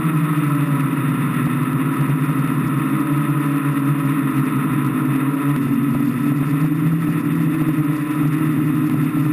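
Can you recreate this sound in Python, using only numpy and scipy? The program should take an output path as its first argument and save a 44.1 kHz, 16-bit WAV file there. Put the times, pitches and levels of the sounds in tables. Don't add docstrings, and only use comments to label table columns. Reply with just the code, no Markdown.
import sys
import numpy as np
from scipy import signal
from scipy.fft import rfft, irfft, next_fast_len
from scipy.io import wavfile
from scipy.ndimage import uniform_filter1d

SR = 44100
rng = np.random.default_rng(int(sys.argv[2]) if len(sys.argv) > 2 else 0)


def waveform_to_disk(signal):
    frames = np.transpose(np.atleast_2d(signal))
    scaled = np.clip(frames, -1, 1) * 32767
    samples = np.round(scaled).astype(np.int16)
    wavfile.write(sys.argv[1], SR, samples)


N = 411012
TIME = np.arange(N) / SR
SECOND_FLIGHT_S = 5.565


def undb(db):
    return 10 ** (np.asarray(db) / 20)


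def unit(x):
    return x / np.sqrt(np.mean(x ** 2))


def by_flight(first, second):
    return np.where(TIME < SECOND_FLIGHT_S, first, second)


def curves(table):
    s, *columns = np.transpose(table)
    return [np.interp(TIME, s, column) for column in columns]


def walk(rate_hz):
    step = max(int(SR / rate_hz), 1)
    stairs = np.repeat(rng.standard_normal(N // step + 1), step)
    ramps = uniform_filter1d(stairs, step)
    return unit(uniform_filter1d(ramps, step)[:N])


def sine(angle):
    return np.sin(angle + 2 * np.pi * rng.random())


def ring(x, modes):
    size = next_fast_len(N)
    f = np.arange(size // 2 + 1) * SR / size + 1e-3
    power = 0
    for hz, width_hz, db in modes:
        detuning = (f * f - hz * hz) / (f * width_hz)
        power = power + undb(db) ** 2 / (1 + detuning ** 2) ** 2
    return unit(irfft(rfft(x, size) * np.sqrt(power), size)[:N])


RUMBLE_DB, HISS_DB = (-62.5, -54), (-62, -58.5)


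def wind(churn_db=-39, flicker_db=3.5):
    rumble = ring(rng.standard_normal(N), [(28, 86, -1), (80, 150, 0)]) * undb(by_flight(*RUMBLE_DB))
    hiss_db = by_flight(*HISS_DB) + flicker_db * walk(80)
    hiss = ring(rng.standard_normal(N), [(4870, 3300, 0)]) * undb(hiss_db)
    churn = ring(rng.standard_normal(N), [(129, 52, -15), (194, 69, -1)]) * undb(churn_db)
    return rumble + hiss + churn


def strike(table, modes):
    t = np.arange(SR // 10) / SR
    burst = np.zeros(len(t))
    for hz, width_hz, db in modes:
        burst += undb(db) * np.exp(-np.pi * width_hz * t) * np.sin(2 * np.pi * hz * t)
    hits = np.zeros(N)
    for s, peak_db in table:
        hits[int(s * SR)] += undb(peak_db)
    return signal.fftconvolve(hits, burst / np.abs(burst).max())[:N]


# t/s, peak level/dB
OVERLOAD_THUMPS = [(1.473, -15.5), (2.651, -20), (5.670, -18), (5.951, -11.5), (6.427, -15), (6.935, -17),
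                   (7.086, -17), (7.548, -20), (8.232, -17), (9.171, -17.5)]
# t/s, peak level/dB
CLICKS = [(0.609, -21), (1.732, -19), (2.476, -17.5), (5.563, -15), (8.898, -16)]


def thumps_and_clicks():
    thumps = strike(OVERLOAD_THUMPS, [(276, 61, 6), (580, 130, -2.5), (727, 100, -14.5)])
    return thumps + strike(CLICKS, CASE_MODES + PART_MODES)


# f/Hz, width/Hz, level/dB
ARM_MODES = [(330, 108, 9.5), (419, 65, -2.5), (483, 48, -6.5), (607, 100, -7), (742, 89, -11)]
# f/Hz, width/Hz, level/dB
CASE_MODES = [(1020, 123, -1.5), (1097, 210, -4), (1290, 174, 3.5), (1346, 290, -10)]
# f/Hz, width/Hz, level/dB
PART_MODES = [(1600, 200, -18), (1770, 170, 0), (1935, 326, 2.5), (2247, 260, -4.5), (2533, 215, 0.5),
              (2802, 144, -5), (3116, 180, -14.5), (3562, 330, -9), (3970, 500, -38)]
# t/s, half length/s, arms gain/dB, case gain/dB, parts gain/dB
BUZZ_SWELLS = [(1.25, 0.37, -0.5, 0, 2), (5.2, 0.32, 2, 0.5, 0)]
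ARMS_DB, CASE_DB, PARTS_DB = (-35.5, -36.5), (-31, -35), (-37.5, -38.5)
SHAKE_DB_PER_HZ = 0.12


def airframe(buzz, wash, mean_hz, arms_wash_db=3, case_wash_db=6.0, parts_wash_db=4):
    swells = sum(np.outer(gains_db, np.exp(-((TIME - s) / half_s) ** 2))
                 for s, half_s, *gains_db in BUZZ_SWELLS)
    speed_gain_db = SHAKE_DB_PER_HZ * (mean_hz - mean_hz.mean())
    base_db = [by_flight(*db) for db in (ARMS_DB, CASE_DB, PARTS_DB)]
    arms_db, case_db, parts_db = swells + speed_gain_db + base_db
    chatter_db = 0.8 * walk(75)
    parts_flicker_db = 0.7 * chatter_db + 1.4 * walk(60)
    arms = ring(buzz + undb(arms_wash_db) * wash, ARM_MODES) * undb(arms_db)
    case = ring(buzz + undb(case_wash_db) * wash, CASE_MODES) * undb(case_db + chatter_db)
    parts = ring(buzz + undb(parts_wash_db) * wash, PART_MODES) * undb(parts_db + parts_flicker_db)
    return arms + case + parts


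# t/s, trim A/Hz, trim B/Hz
FIRST_TRIMS = [(0.0, 12, 15.5), (0.4, 6.5, 13), (0.79, 5, -1.72), (1.39, 8, -12), (1.98, 3.0, -2.5),
               (2.38, -0.5, -2), (2.58, 3, -6), (2.77, 1.12, -6), (2.97, -5, 2), (3.17, -4.0, 6.5),
               (3.96, -4.5, 4), (4.56, -4.0, -5.5), (4.96, -5.5, -8.5), (5.55, -12, 8)]
SECOND_TRIMS = [(5.58, -15.5, -0.5), (5.94, -12, -6.5), (6.29, -8.5, -1.6), (6.47, -6.5, 7.5),
                (6.65, 4.5, 6.5), (7.0, 13.0, -4.5), (7.36, 11.5, -9), (7.54, 7.5, 3.5), (8.07, -2.0, 14.5),
                (8.43, 3.5, -1.45), (8.96, -0.8, -8.5), (9.32, -0.15, 3.5)]
# hover speed f/Hz, share of trim A, share of trim B, hum level/dB at hover,
# blade tone level/dB before mount damping
FIRST_ROTORS = [(160.6, 0.99, 0, -29.5, -27), (155.8, .47, .25, -36.5, -35),
                (148.5, .52, .32, -26.5, -32.5), (140.33, .31, .96, -28.5, -28.5),
                (133.23, 0, 1, -32.5, -24.5), (141, .22, 0, -30, -36.5)]
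SECOND_ROTORS = [(164.5, 0.039, -.12, -32, -31.5), (152.5, 1, 0, -23.5, -23),
                 (136.57, 1.09, .66, -32.5, -25.5), (133.15, 0.011, .83, -35, -28.5),
                 (121.84, 0.052, 1.15, -37, -30), (148.43, .32, .22, -30, -28.5)]
HUM_DB_PER_HZ = (0.19, 0.29)
MOUNT_HZ, MOUNT_STEEPNESS = 318, 29.3


def mixer():
    trim_a, trim_b = by_flight(curves(FIRST_TRIMS), curves(SECOND_TRIMS))
    drives = []
    for first, second in zip(FIRST_ROTORS, SECOND_ROTORS):
        hover_hz, share_a, share_b, hum_db, blade_db = map(by_flight, first, second)
        hz = hover_hz + share_a * trim_a + share_b * trim_b
        speed_gain_db = by_flight(*HUM_DB_PER_HZ) * (hz - hover_hz)
        damping_db = 10 * np.log10(1 + (2 * hz / MOUNT_HZ) ** (2 * MOUNT_STEEPNESS))
        drives.append((hz, hum_db + speed_gain_db, blade_db - damping_db))
    return drives


def bearing(turns, even_db, count=30):
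    orders = np.arange(count + 1)
    sizes = (orders > 2) * undb(even_db * (orders % 2 == 0))
    bumps = irfft(sizes * np.exp(2j * np.pi * rng.random(count + 1)), 1024)
    return unit(np.interp(turns % 1, np.linspace(0, 1, len(bumps)), bumps))


WOBBLE_HZ, WOBBLE_WIDTH_HZ = 211.7, 22.5
OVERTONES_DB = (-2, -7.5)


def rotor(hz, hum_db, blade_db, buzz_db, third_db, whine_db, jitter=.004, flutter_db=1.74, swell_db=1.36,
          wobble_db=-8.0, slow_wobble_db=-32, wash_depth=0.69):
    turns = np.cumsum(hz * (1 + jitter * walk(35))) / SR + 2 * rng.random()
    angle = 2 * np.pi * turns
    half, one_and_half, third, fourth, seventh = (sine(k * angle) for k in (.5, 1.5, 3, 4, 7))
    swell = swell_db * walk(4)
    hum = undb(hum_db + swell + flutter_db * walk(22)) * np.sin(angle)
    blade = undb(blade_db - swell + flutter_db * walk(30)) * sine(2 * angle)
    sway = one_and_half / np.hypot(1, (1.545 * hz - WOBBLE_HZ) / WOBBLE_WIDTH_HZ)
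    wobble = undb(wobble_db) * sway + undb(slow_wobble_db) * half
    wobble *= undb(hum_db + 3.9 * walk(9))
    third = third / np.hypot(1, (3 * hz - 388) / 18)
    whine = fourth / np.hypot(1, (4 * hz - 580) / 17)
    whine += .85 * seventh / np.hypot(1, (7 * hz - 1015) / 24)
    overtones = (undb(third_db) * third + undb(whine_db) * whine) * undb(2.3 * walk(20))
    tones = hum + blade + (wobble + overtones) * undb(by_flight(*OVERTONES_DB))
    buzz = bearing(turns + 0.013 * walk(70), even_db=-1.0) * undb(buzz_db + 1.53 * walk(20))
    wash = rng.standard_normal(N) * (1 + wash_depth * np.sin(2 * angle))
    return np.sqrt(2) * tones, buzz, wash


# relative bearing buzz level/dB, third order level/dB, whine level/dB
MOTOR_VOICES = [(-3.5, -40, -56), (-2, -55, -51), (-2, -45, -55.5), (-0.5, -42, -41.5), (-2, -46, -54),
                (-1.5, -50, -64)]


def scene():
    drives = mixer()
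    rotors = [rotor(*drive, *motor) for drive, motor in zip(drives, MOTOR_VOICES)]
    tones, buzz, wash = np.sum(rotors, axis=0)
    mean_hz = np.mean([hz for hz, _, _ in drives], axis=0)
    shaken = airframe(unit(buzz), unit(wash), mean_hz)
    return (wind() + thumps_and_clicks() + shaken + tones)[None]


CAMERA_HZ, TOP_HZ = 12000, 15250


def record(dry, ceiling_db=-17.0, settle_s=0.05, clip=.315):
    keep = np.exp(-1 / (settle_s * SR))
    power = signal.lfilter([1 - keep], [1, -keep], dry ** 2, zi=[[np.mean(dry ** 2)]])[0]
    levelled = dry / np.maximum(1, np.sqrt(power) / undb(ceiling_db))
    slow = np.clip(signal.resample_poly(levelled, CAMERA_HZ, SR, axis=1), -clip, clip)
    steps = np.repeat(slow, 4, axis=1)
    held = signal.resample_poly(steps, SR, 4 * CAMERA_HZ, axis=1)[:, :N]
    return signal.sosfilt(signal.ellip(10, .1, 70, TOP_HZ, fs=SR, output="sos"), held)


dry = scene()
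out = record(dry)
waveform_to_disk(out)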